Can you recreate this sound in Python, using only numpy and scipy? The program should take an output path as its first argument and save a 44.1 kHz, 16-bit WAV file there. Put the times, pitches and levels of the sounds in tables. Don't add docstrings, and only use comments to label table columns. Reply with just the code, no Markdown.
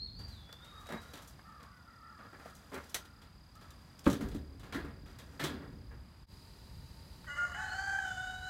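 import sys
import numpy as np
from scipy import signal
from scipy.fft import rfft, irfft, next_fast_len
from scipy.io import wavfile
from scipy.ndimage import uniform_filter1d

SR = 44100
rng = np.random.default_rng(int(sys.argv[2]) if len(sys.argv) > 2 else 0)


def dump(signal):
    limited = np.clip(np.atleast_2d(signal).T, -1, 1)
    pcm = np.round(limited * 32767).astype(np.int16)
    wavfile.write(sys.argv[1], SR, pcm)


def attenuation_scalar(level_db):
    decades = np.asarray(level_db, float) / 20
    return 10 ** decades


N = 374409
T = np.arange(N) / SR
CUT_S = 6.263

# frequency in Hz, level in dB per Hz.
YARD_COLOUR = [(12, -38), (20, 0.5), (65, 3.5), (228, -9.5), (347, -16.5), (399, -24.5), (759, -21.5),
               (1030, -20.5), (1190, -22.5), (3070, -31.5), (4420, -30), (4810, -23.5), (5380, -38.5),
               (12400, -41), (16000, -50.5)]
# frequency in Hz, level in dB per Hz.
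LATE_YARD_COLOUR = [(12, -43), (20, -10), (44, 21.5), (70, 1), (301, -24), (607, -29), (759, -32),
                    (873, -29.5), (1260, -31.5), (1400, -34), (3530, -38), (4810, -29), (5380, -41),
                    (12100, -43.5), (16000, -51)]
# frequency in Hz, level in dB per Hz.
RUMBLE_COLOUR = [(22, -27.0), (40, -4.5), (75, -1), (120, -10.5), (200, -19.0), (400, -60.0)]
# time in seconds, level in dB.
TRAFFIC_LEVEL = [(0.0, -51.5), (0.31, -48), (0.57, -58.5), (2.72, -61), (3.31, -54), (3.74, -59),
                 (4.11, -58.5), (4.26, -41), (4.52, -50.5), (5.44, -53), (6.02, -47), (6.15, -59),
                 (6.29, -51.5), (8.49, -51.5)]
# frequency in Hz, width in Hz, level in dB.
SHED_HUM = [(903, 18.7, 5), (1450, 16, -4), (1840, 95, -2.5), (3952, 86, 3)]
# strokes per second, cycles already done at 0 s.
CRICKET_RHYTHM = [
    (36.5966, .138),
    (36.7302, -1.0698),
]

# time in seconds, pitch in Hz, level in dB.
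LONG_WHISTLE = [(0.0, 4120, -58), (.03, 4330, -53), (0.055, 4380, -58), (0.122, 4360, -72),
                (.15, 4560, -60), (0.19, 4630, -55), (0.28, 4763, -72), (.33, 4050, -66), (0.37, 3600, -68),
                (0.43, 3370, -68), (.5, 3430, -67), (0.654, 3725, -65), (.95, 3838, -64), (1.17, 3932, -77)]
# time in seconds, pitch in Hz, level in dB.
DROPPING_WHISTLE = [(.04, 4302, -67.5), (.06, 4296, -52), (.095, 3336, -73.5), (.1, 3250, -81.5)]
# time in seconds, pitch in Hz, level in dB.
LATE_TRILL = [(7.59, 3950, -68), (7.7, 4250, -59), (7.85, 4600, -62), (7.96, 4750, -70)]
# time in seconds, pitch in Hz, level in dB.
LATE_WHISTLE = [(7.98, 4050, -69.5), (8.104, 3479, -66), (8.49, 4037, -61)]

# frequency in Hz, level in dB per Hz.
MESH_COLOUR = [(1760, -25), (3000, 6.5), (3380, 3.5), (4230, 0), (4860, -19), (5520, -2.5), (10300, -11),
               (11700, -10.5), (16000, -18)]
# frequency in Hz, level in dB per Hz.
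ROD_COLOUR = [(1500, -8), (2600, -1.5), (3400, 1.5), (5000, -4), (6500, -36.5)]
# frequency in Hz, level in dB per Hz.
FRAME_COLOUR = [(250, -9.5), (400, -1), (700, -2.5), (1000, -3.5), (1500, -4), (2000, -3.5), (2800, -18),
                (4500, -39)]
# frequency in Hz, level in dB per Hz.
PUSH_COLOUR = [(30, -34.5), (70, 9.0), (300, 13), (600, 5.5), (1200, -33.0)]
# frequency in Hz, width in Hz, level in dB.
WIRE_MODES = [(1410, 27.8, 5), (1700, 50, 3), (1900, 45, 1), (2600, 93, -7.5), (3450, 60, -3),
              (4120, 83, -3.5), (5460, 100, -9.5), (5880, 42, -29), (6440, 44, -16), (8350, 20, -25),
              (11400, 210, -28.5), (12800, 255, -6.5), (13200, 39, -3)]
# frequency in Hz, level in dB, time to fall 60 dB in seconds.
TAILGATE_MODES = [(74.83, 1.5, 0.5), (154, -11, 0.4), (227.9, -10, 0.18), (279.4, -12, 0.178),
                  (305, -8, 0.07), (412.5, -11, .1), (464.7, -13, 0.1), (552, -14, 0.12)]
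# time in seconds, peak in dB, reach into heavier parts in dB, decay in seconds.
WIRE_TICKS = [(.2804, -56, -8, 0.5), (.5269, -41, -5, 0.025), (.6438, -54, -2.5, 0.104),
              (.8025, -54, -24.5, 0.094), (1.0163, -52.5, -9.5, 0.094), (1.1707, -50.5, -3, 0.132),
              (1.22, -48.5, -18.5, .14), (1.2739, -44.5, -30, 0.162), (2.549, -50.5, -25.5, 0.145),
              (2.8952, -47, -21, .1), (2.9438, -21.5, -13, 0.0864), (3.051, -47.5, -9.5, 0.051),
              (3.2168, -58, -1.5, 0.188), (3.553, -52, -13, 0.045), (3.6104, -55.5, -2.5, 0.163),
              (3.705, -46.5, -12, 0.048), (3.991, -42.5, -14, .04), (4.0419, -49, -8, 0.17),
              (4.057, -42, 2, .08), (4.286, -45.5, -14.5, .066), (4.314, -53, -1.5, 0.115),
              (4.596, -53, -5.5, 0.15), (5.1868, -43.5, -6.5, 0.12), (.8681, -45, -12, .04),
              (1.6304, -49, -12, .03), (2.8401, -50, -15, .04), (4.2185, -47, -10, .06)]
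# time in seconds, peak in dB, brightness in dB, decay in seconds.
FRAME_SCRAPES = [(.4903, -52.5, -4, 0.0313), (.8585, -57.5, -3.5, 0.0706), (.8885, -46, -1.5, 0.065),
                 (1.3915, -55, -12.5, 0.029), (1.5998, -56.5, -10.5, 0.0835), (2.1879, -53, -16, 0.102),
                 (2.2486, -55, -20, 0.0677), (2.33, -53.5, -18.5, 0.082), (2.397, -53.5, -11.5, 0.065),
                 (2.7176, -47, -22, 0.085), (4.6313, -54, -3, 0.29), (4.724, -45.5, -0.5, 0.284),
                 (5.058, -61.5, 0.5, 0.447), (5.3953, -41, 2.5, 0.331), (5.6194, -52.5, -23, 0.18),
                 (5.9086, -56.5, -24.5, 0.168), (7.2458, -54.5, -2.5, 0.0325)]
# time in seconds, peak in dB, brightness in dB, decay in seconds.
TRAP_BUMPS = [(.1899, -52.5, -1, 0.293), (.9034, -37, -17, 0.115), (.9222, -35, -9.5, 0.096),
              (.9394, -39, -19.5, 0.12), (1.1348, -49, 2.5, 0.21), (1.6281, -52, -5, 0.0848),
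              (2.4565, -46.5, -11, 0.0404), (2.732, -40.5, -10.5, 0.099), (2.7423, -38, -3, 0.079),
              (2.7587, -36, -18.5, 0.084), (2.7762, -36, -14, 0.05), (4.0655, -26, -14.5, 0.07),
              (4.2078, -41.5, -3.5, 0.204), (4.746, -37.5, -6.5, 0.208), (4.8456, -45, -12.5, 0.193),
              (5.438, -35, 4.5, 0.195)]
# time in seconds, peak in dB, brightness in dB, decay in seconds.
WEIGHT_BOUNCES = [
    (4.075, -25.5, -11.5, 0.112),
    (4.0997, -27.5, -6.5, 0.175),
    (4.1291, -28, -7.5, 0.0904),
    (4.345, -36, -9.5, 0.125),
]
TICK_SPREAD = [(0, 0.012, -3.5, -22), (0, 0.998, 1.4, 1.32)]
SCRAPE_SPREAD = [(0, -0.83, 0, -6), (1, 0.69, 0, -0.5)]
BUMP_SPREAD = [(0, -5.5, -6, 0), (1, 1, 0, 0)]
BOUNCE_SPREAD = [(0, -7.5, -23, 0), (1, 1, -0.5, 0)]
# time in seconds, effort in dB.
HAND_EFFORT = [(0, -84), (.73, -66.5), (1.11, -62.5), (1.36, -70.5), (2.05, -73.5), (2.38, -68),
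               (2.5, -59.5), (2.53, -67.5), (2.85, -62), (3.25, -76.5), (4.15, -67), (4.4, -76.5),
               (5.04, -78), (5.35, -64), (5.67, -79), (6.24, -81.5)]
# time in seconds, peak in dB, seconds to fall 20 dB.
WEIGHT_SHOVES = [
    (0, -54, .5),
    (1.11, -61, 0.03),
    (2.85, -64, 2.),
    (4.22, -32.5, 0.3335),
    (4.81, -44, 0.455),
    (5.28, -50, 0.19),
    (5.53, -37.5, .3),
    (5.75, -54, 0.3),
]
# time in seconds, peak in dB, pitch in Hz, twice the time to fall
# 60 dB in seconds, push length in seconds.
STRUCK_PARTS = [(0.5265, -44, 4100, .015, .001), (.527, -48, 2800, 0.014, .001),
                (0.896, -45.5, 624.4, 0.062, .02), (1.3917, -49, 1305, 0.019, 0.00195),
                (2.205, -53, 1498, 0.0524, .015), (2.344, -50.5, 1518, 0.053, .012),
                (2.348, -56.5, 1950, .04, .01), (2.457, -41.5, 623, 0.0304, 0.00255),
                (2.9445, -36, 3600, .03, .004), (2.9445, -40, 1900, .03, .003),
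                (2.738, -39, 390, .06, .012), (3.992, -50.5, 5195, .02, .002),
                (4.0654, -24.5, 1150, 0.0286, .002), (4.066, -29, 930, .04, .003),
                (4.09, -31, 545, .05, .004), (4.0649, -29, 2600, 0.0072, 0.00102),
                (4.0705, -15, 291, .06, 0.0039), (4.092, -28, 380, 0.035, 0.00227),
                (4.11, -31, 259, .08, 0.0053), (4.214, -45.5, 1860, .04, 0.0087),
                (4.342, -38, 310, .12, .01), (4.224, -33, 280, 0.084, 0.0062),
                (4.724, -44, 2050, 0.03, 0.012), (4.729, -42.5, 3311, 0.048, 0.018),
                (4.745, -39.5, 1703, .04, 0.0124), (4.747, -44, 3386, 0.036, 0.0125),
                (4.757, -33.5, 301, 0.053, 0.0031), (4.763, -39.5, 1800, .04, .006),
                (4.778, -36.5, 332, .08, 0.0042), (4.788, -43, 1698, 0.06, 0.0147),
                (5.395, -42, 1795, .04, 0.0103), (5.42, -38, 150, .2, .03),
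                (5.406, -37.5, 296.5, .08, 0.0088), (5.407, -38.5, 1752, 0.043, 0.0124),
                (5.424, -39.5, 1897, .04, 0.0113), (5.4405, -29, 332.4, 0.044, 0.0035),
                (5.445, -41, 3500, 0.055, 0.0146), (5.483, -38.5, 301, 0.088, 0.0059),
                (5.51, -37.5, 252, 0.046, 0.0032), (7.244, -47.5, 1400, .015, 0.00102)]

# start in seconds, length in seconds, strongest partial at its top in Hz, level in dB.
CROW_CAWS = [(0.581, 0.136, 1410, -63.5), (.72, 0.154, 1298, -57), (0.999, 0.269, 1439, -61.5),
             (1.445, 0.255, 1330, -57), (1.699, 0.118, 1503, -61.5), (1.862, 0.158, 1400, -59),
             (2.02, 0.261, 1366, -56), (2.2, .09, 1250, -59), (2.27, .08, 1420, -63),
             (2.385, 0.16, 1390, -59.5), (2.99, 0.22, 1450, -66), (3.19, .12, 1400, -70),
             (3.55, .2, 1343, -62)]
# frequency in Hz, level in dB, time to fall 60 dB in seconds.
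DOOR_MODES = [(690, -8.5, 0.0174), (1400, -6, 0.024), (1950, -1.5, 0.0175), (3726, -4.5, 0.0086)]
# frequency in Hz, level in dB, time to fall 60 dB in seconds.
CORNER_MODES = [(78.34, -6.5, 0.25), (150, -14, 0.12), (280, -6.5, 0.072), (325, -1, 0.1), (430, -21, 0.06),
                (548.3, -1, 0.09), (1200, -26, 0.028), (2100, -27, .02)]

# time in seconds, pitch in Hz, level in dB, roughness from 0 to 1.
MAIN_MEMBRANE = [
    [(7.27, 1588, -56, 0.06), (7.29, 1445, -47, 0.14), (7.325, 1442, -43.5, 0.13), (7.345, 1435, -55, .2),
     (7.372, 1400, -52, 0.21), (7.388, 1418, -34.5, 0.05), (7.452, 1420, -35, 0.09),
     (7.463, 1426, -52, 0.3), (7.535, 1427, -46, 0.31)],
    [(7.545, 700.6, -48.5, 0.6), (7.62, 774.7, -45.5, 0.52), (7.71, 735.7, -45.5, 0.68),
     (7.79, 778.6, -38, 0.28), (7.95, 783, -38.5, 0.3), (8.1, 750, -41.5, 0.36), (8.3, 744.5, -43.5, 0.31),
     (8.4, 737.9, -48.5, 0.34), (8.49, 748.3, -42, 0.25)],
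]
# time in seconds, pitch in Hz, level in dB, roughness from 0 to 1.
SECOND_MEMBRANE = [
    [(7.27, 618.1, -61, 0.85), (7.29, 570.1, -56, 0.4), (7.35, 575, -56, .35), (7.38, 597, -48, .45),
     (7.43, 590, -51, .55), (7.53, 584.8, -55, 0.73)],
    [(7.545, 761.6, -47, 0.694), (7.575, 860, -44.5, 0.36), (7.66, 858.2, -46.5, 0.616),
     (7.75, 842.8, -49, 0.676), (7.95, 819, -47, 0.45), (8.1, 799.4, -51, 0.66)],
]
# half-pitch share from 0 to 1, seconds to settle, high partials in dB.
HALF_PITCH = [
    (0.42, 2., -7),
    (.75, 0.19, 1.5),
    (1.1, 0.38, 7),
    (0.45, 0.22, -3),
]
# frequency in Hz, level in dB.
BEAK_COLOUR = [(300, -43.5), (580, -9.5), (750, -6.5), (1150, 0), (1500, 0.5), (1750, -3), (2070, 0),
               (2240, -29.5), (3000, -12.5), (3800, -41), (4600, -37.5), (5300, -28), (5700, -37),
               (6200, -22.5), (7200, -24), (9000, -36.5), (11000, -43), (14000, -45)]
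# frequency in Hz, level in dB.
RASP_COLOUR = [(500, -11.5), (1100, -11), (1500, 6.5), (2000, -6.5), (2500, -20.5), (3500, -20),
               (5500, -24), (6300, -15), (7600, -15), (10000, -36)]
# time in seconds, peak in dB.
STEP_SWELLS = [(7.7858, -30), (7.8377, -33), (7.8731, -32), (7.8936, -30), (7.925, -30), (7.9494, -27),
               (7.9839, -28), (8.0198, -33), (8.0467, -33), (8.0707, -33), (8.1076, -34), (8.1699, -35),
               (8.1909, -36), (8.2193, -35), (8.2388, -34), (8.2712, -36), (8.2971, -38), (8.3186, -39),
               (8.34, -39), (8.3595, -39), (8.3839, -40), (8.4204, -38), (8.4418, -40), (8.4717, -36)]
# time in seconds, pitch in Hz, level in dB.
SIDE_TONES = [
    [(7.268, 1900, -52), (7.285, 1900, -53), (7.31, 2040, -50), (7.335, 2050, -53), (7.355, 2060, -60),
     (7.385, 2030, -49), (7.41, 2060, -58), (7.47, 2050, -62)],
    [(7.4, 700, -64), (7.43, 725, -58), (7.48, 720, -58), (7.53, 700, -63)],
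    [(7.536, 1880, -56), (7.545, 1910, -48), (7.556, 1900, -55)],
    [(7.3, 2860, -64), (7.36, 2960, -54), (7.4, 2890, -60), (7.5, 2900, -68), (7.56, 2960, -55),
     (7.6, 2950, -62)],
]


def unit(x):
    return x / np.sqrt(np.mean(x ** 2))


def colour(x, points, lo_hz=0, scale=True):
    size = next_fast_len(len(x), True)
    f = np.fft.rfftfreq(size, 1 / SR) + 1
    p = np.array(points, float)
    gain = attenuation_scalar(np.interp(np.log(f), np.log(p[:, 0]), p[:, 1]))
    gain = gain / (1 + (lo_hz / f) ** 6)
    y = irfft(rfft(x, size) * unit(gain), size)[:len(x)]
    return unit(y) if scale else y


def ring(x, hz, t60):
    r = np.exp(-np.log(1000) / (max(t60, .002) * SR))
    w = 2 * np.pi * hz / SR
    return signal.lfilter([2 * (1 - r) * np.sin(w)], [1, -2 * r * np.cos(w), r * r], x)


def ring_modes(x, modes):
    rings = [ring(x, hz, t60) for hz, _, t60 in modes]
    return sum(attenuation_scalar(row[1]) * r / np.abs(r).max() for row, r in zip(modes, rings))


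def walk(rate, size=N):
    k = max(int(SR / rate), 2)
    steps = np.repeat(rng.standard_normal(size // 20)[:size // k + 1], k)
    return unit(uniform_filter1d(uniform_filter1d(steps, k), k)[:size])


def track(table):
    s, *cols = np.transpose(table)
    gate = uniform_filter1d(1. * ((T >= s[0]) & (T <= s[-1])), 300)
    return [np.interp(T, s, c) for c in cols], gate


def tone(hz):
    return np.sqrt(2) * np.sin(2 * np.pi * np.cumsum(hz) / SR)


def echo(x, wet_db, t60):
    t = T[:SR // 2]
    tail = rng.standard_normal(len(t)) * np.exp(-np.log(1000) * t / t60) * (t > .008)
    return x + attenuation_scalar(wet_db) * signal.fftconvolve(x, tail / np.linalg.norm(tail))[:N]


def yard():
    (rumble_db,), _ = track(TRAFFIC_LEVEL)
    rumble = colour(rng.standard_normal(N), RUMBLE_COLOUR) * attenuation_scalar(rumble_db + 1.3 * walk(9))
    swell_db = 1.2
    early = colour(rng.standard_normal(N), YARD_COLOUR, lo_hz=120.3) * attenuation_scalar(-63 + swell_db * walk(5.12))
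    late = colour(rng.standard_normal(N), LATE_YARD_COLOUR, lo_hz=133.7) * attenuation_scalar(-60 + swell_db * walk(2.989))
    hum = sum(attenuation_scalar(db) * unit(ring(rng.standard_normal(N), hz, 3.2 / width)) for hz, width, db in SHED_HUM)
    return rumble + np.where(T < CUT_S, early, late + unit(hum) * attenuation_scalar(-70))


def cricket():
    early, late = (rate * T + lag for rate, lag in CRICKET_RHYTHM)
    cycle = (np.where(T < CUT_S, early, late) + .5) % 1 - .5
    hz = 4890 - 800 * cycle
    stroke = np.exp(-(cycle / 0.2) ** 2) * attenuation_scalar(1.0 * walk(13))
    level_db = np.where(T < CUT_S, -72.5, -70)
    return echo(unit(stroke * tone(hz)) * attenuation_scalar(level_db), -25.5, 0.28)


def songbird():
    out = 0
    songs = ((LONG_WHISTLE, .002), (DROPPING_WHISTLE, .002), (LATE_TRILL, .03), (LATE_WHISTLE, .008))
    for table, flutter in songs:
        (hz, db), gate = track(table)
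        out = out + gate * attenuation_scalar(db + 3.22 * walk(40)) * tone(hz * (1 + flutter * walk(250)))
    return echo(out, -0.97, 0.597)


def chatter(rate, spread_db):
    hit = rng.random(N) < rate / SR
    return unit(hit * rng.standard_normal(N) * attenuation_scalar(spread_db * rng.exponential(size=N)))


def contacts():
    kinds = ((WIRE_TICKS, TICK_SPREAD), (FRAME_SCRAPES, SCRAPE_SPREAD),
             (TRAP_BUMPS, BUMP_SPREAD), (WEIGHT_BOUNCES, BOUNCE_SPREAD))
    return [(s, *(db + np.array(offset) + tone_db * np.array(share)), decay)
            for rows, (offset, share) in kinds for s, db, tone_db, decay in rows]


def bursts(column, slower, rise_s, tick):
    power, touch = np.zeros(N), np.zeros(N)
    for row in contacts():
        i = int(row[0] * SR)
        fall_s = slower * max(row[5], .01)
        t = T[:min(int(fall_s * SR), N - i)]
        shape = np.clip(t / rise_s, 0, 1) * np.exp(-np.log(1000) * t / fall_s)
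        power[i:i + len(t)] += (attenuation_scalar(row[column]) * shape) ** 2
        touch[i] = tick * attenuation_scalar(row[column])
    return np.sqrt(power), touch


def part(points, lo_hz, rate, spread_db, column, rustle, slower, rise_s, tick):
    envelope, touch = bursts(column, slower, rise_s, tick)
    hits = chatter(rate, spread_db) * (envelope + rustle) + touch
    return colour(hits, points, lo_hz, scale=False)


def shoves():
    rise = 0.46
    swells = sum(attenuation_scalar(db - 20 * np.maximum(T - s, (s - T) / rise) / fall) for s, db, fall in WEIGHT_SHOVES)
    return swells * (T < CUT_S)


def cage():
    (hands_db,), gate = track(HAND_EFFORT)
    mesh = attenuation_scalar(-11) * part(MESH_COLOUR, 4424, 12000, 2.04, column=1, rustle=gate * attenuation_scalar(hands_db + 4.0),
                           slower=0.888, rise_s=0.00069, tick=1.73)
    rods = attenuation_scalar(-6) * part(ROD_COLOUR, 0, 10000, 1.2, column=2, rustle=gate * attenuation_scalar(hands_db - 3.0),
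                          slower=1.497, rise_s=0.00185, tick=1.8)
    frame = attenuation_scalar(-3.5) * part(FRAME_COLOUR, 289, 9000, 1.2, column=3, rustle=gate * attenuation_scalar(hands_db + 1.0),
                             slower=1.972, rise_s=0.00244, tick=2.2)
    metal = mesh + rods + frame
    wires = sum(attenuation_scalar(db) * ring(metal, hz, 0.88 / width) for hz, width, db in WIRE_MODES)
    push = part(PUSH_COLOUR, 60, 2500, 1.51, column=4, rustle=shoves() * attenuation_scalar(-5),
                slower=1.0, rise_s=0.00271, tick=3.)
    panel = sum(attenuation_scalar(db) * ring(push, hz, t60) for hz, db, t60 in TAILGATE_MODES)
    boom = attenuation_scalar(4.5) * panel + attenuation_scalar(-6.5) * push
    return echo(set_down() + struck() + metal + attenuation_scalar(-6.0) * wires + boom, -9, 0.156)


def struck():
    out = np.zeros(N)
    for s, db, hz, t60, push_s in STRUCK_PARTS:
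        i = int(s * SR)
        t = T[:SR // 8][:N - i]
        jolts = rng.standard_normal(SR // 8)[:len(t)]
        shaky_sine = np.sin(2 * np.pi * hz * t + np.cumsum(jolts) * hz / 5000)
        blow = np.exp(-t / max(push_s, .0003)) * (0.33 * jolts + shaky_sine)
        r = ring(blow, hz, .5 * t60) + 0.73 * ring(blow, 1.131 * hz, .5 * t60)
        out[i:i + len(t)] += attenuation_scalar(db) * r / np.abs(r).max()
    return out


def crows():
    rise_s, scoop, sag_per_s = .035, .08, .65
    attack_db, fade_db = -4, -6.5
    throat_hz, gain = np.full(N, 1300.), np.zeros(N)
    for s, length, hz, db in CROW_CAWS:
        on = (T >= s) & (T < s + length)
        t = T[on] - s - rise_s
        early, late = np.maximum(-t, 0) / rise_s, np.maximum(t, 0)
        throat_hz[on] = hz * (1 - scoop * early - sag_per_s * late)
        gain[on] = attenuation_scalar(db + attack_db * early + fade_db * late / length)
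    gain = uniform_filter1d(gain, 300)
    out = 0
    for ratio, part_db, hoarse in ((1, -2.5, .026), (.92, -8, .035), (1.36, -12.5, .04), (2 / 3, -20, .04)):
        phase = 2 * np.pi * np.cumsum(ratio * throat_hz * (1 + hoarse * walk(306.9))) / SR
        out = out + gain * attenuation_scalar(part_db + 2.8 * walk(80)) * np.sin(phase)
    return attenuation_scalar(3.0) * echo(out, -3.5, 0.79)


def snap():
    start_s, level_db = 2.944, -32.5
    t = np.maximum(T - start_s, 0)
    hits = chatter(2500, 1.97) * np.exp(-t / .015) * (t > 0)
    return attenuation_scalar(level_db) * ring_modes(hits, DOOR_MODES)


def set_down():
    start_s, level_db, blow_s = 4.0655, -17, 0.00114
    t = T - start_s
    blow = np.sin(np.pi * t / blow_s) * (t > 0) * (t < blow_s)
    return attenuation_scalar(level_db - 6.5) * ring_modes(blow, CORNER_MODES)


def membrane(table, half, settle_s, high_db, swell_db, count):
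    columns, gate = track(table)
    on = gate > 0
    hz, db, rough = (c[on] for c in columns)
    size = len(hz)
    half = half * np.exp(-T[:size] / settle_s)
    rough = np.clip(rough, 0, 1)
    hz = hz * (1 + 0.02223 * rough * walk(250, size=size)) / 2
    throb = np.maximum(1 + .5 * rough * walk(260, size=size), 0)
    wobble = 1.64 * rough * walk(160, size=size)
    phase = 2 * np.pi * np.cumsum(hz) / SR
    beak = np.array(BEAK_COLOUR, float)
    stack = attenuation_scalar(-7.5) * rough * colour(rng.standard_normal(size), RASP_COLOUR)
    held_db = -1.2 * np.maximum(db + 41, 0)
    for k in range(1, count):
        partial_hz = k * hz
        high = partial_hz > 2550
        gain_db = np.interp(np.log(partial_hz), np.log(beak[:, 0]), beak[:, 1])
        gain_db += (held_db + high_db * (partial_hz > 4500)) * high
        gain_db += 0.63 * held_db * (partial_hz < 1000)
        gain = attenuation_scalar(gain_db) * (partial_hz < .4 * SR)
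        if k % 2:
            gain *= np.minimum(half * (k + 1.86) / 11, 1) * np.where(high, .3, 1)
        gain *= attenuation_scalar(swell_db[on] * (1 if 2 < k < 7 else .35))
        gain *= throb * (1 + .5 * rough * walk(150.06, size=size))
        stack += gain * np.sin(k * phase + k * k + wobble * min(k / 4, 1.3))
    out = np.zeros(N)
    out[on] = np.sqrt(2) * stack * attenuation_scalar(db)
    return out * gate


def throbs():
    rise_s, dip_db, over_db = .009, -6.5, 6.3
    (_, level_db, _), gate = track(MAIN_MEMBRANE[1])
    lift_db = dip_db * gate * np.clip((T - STEP_SWELLS[0][0] + .06) / .05, 0, 1)
    for s, db in STEP_SWELLS:
        span = slice(int(s * SR) - 180, int(s * SR) + 3000)
        t = (T[span] - T[span][0]) / rise_s
        peak_db = db - level_db[span] - over_db - dip_db
        lift_db[span] = np.maximum(lift_db[span], dip_db + peak_db * t * np.exp(1 - t))
    return lift_db


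def rooster():
    swell_db = throbs()
    syllables = zip(MAIN_MEMBRANE + SECOND_MEMBRANE, HALF_PITCH)
    voice = sum(membrane(table, *half, swell_db, count=36) for table, half in syllables)
    for table in SIDE_TONES:
        (hz, db), gate = track(table)
        voice = voice + gate * attenuation_scalar(db + 2.5 * walk(90)) * tone(hz * (1 + .008 * walk(200)))
    return echo(voice, -11, .3)


def scene():
    return (yard() + cricket() + songbird() + cage() + crows() + snap() + rooster())[None]


def band_limit(x):
    return signal.sosfilt(signal.butter(12, 16660, fs=SR, output="sos"), x)


def record(dry):
    fade_out_s, fade_in_s = .032, 0.057
    fade = np.clip(np.maximum((CUT_S - T) / fade_out_s, (T - CUT_S) / fade_in_s), .03, 1)
    band = signal.sosfilt(signal.butter(2, 42, "high", fs=SR, output="sos"), dry)
    band = signal.sosfilt(signal.ellip(10, .2, 70, 15800, fs=SR, output="sos"), band)
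    return band_limit(band * fade)


dry = scene()
out = record(dry)
dump(out)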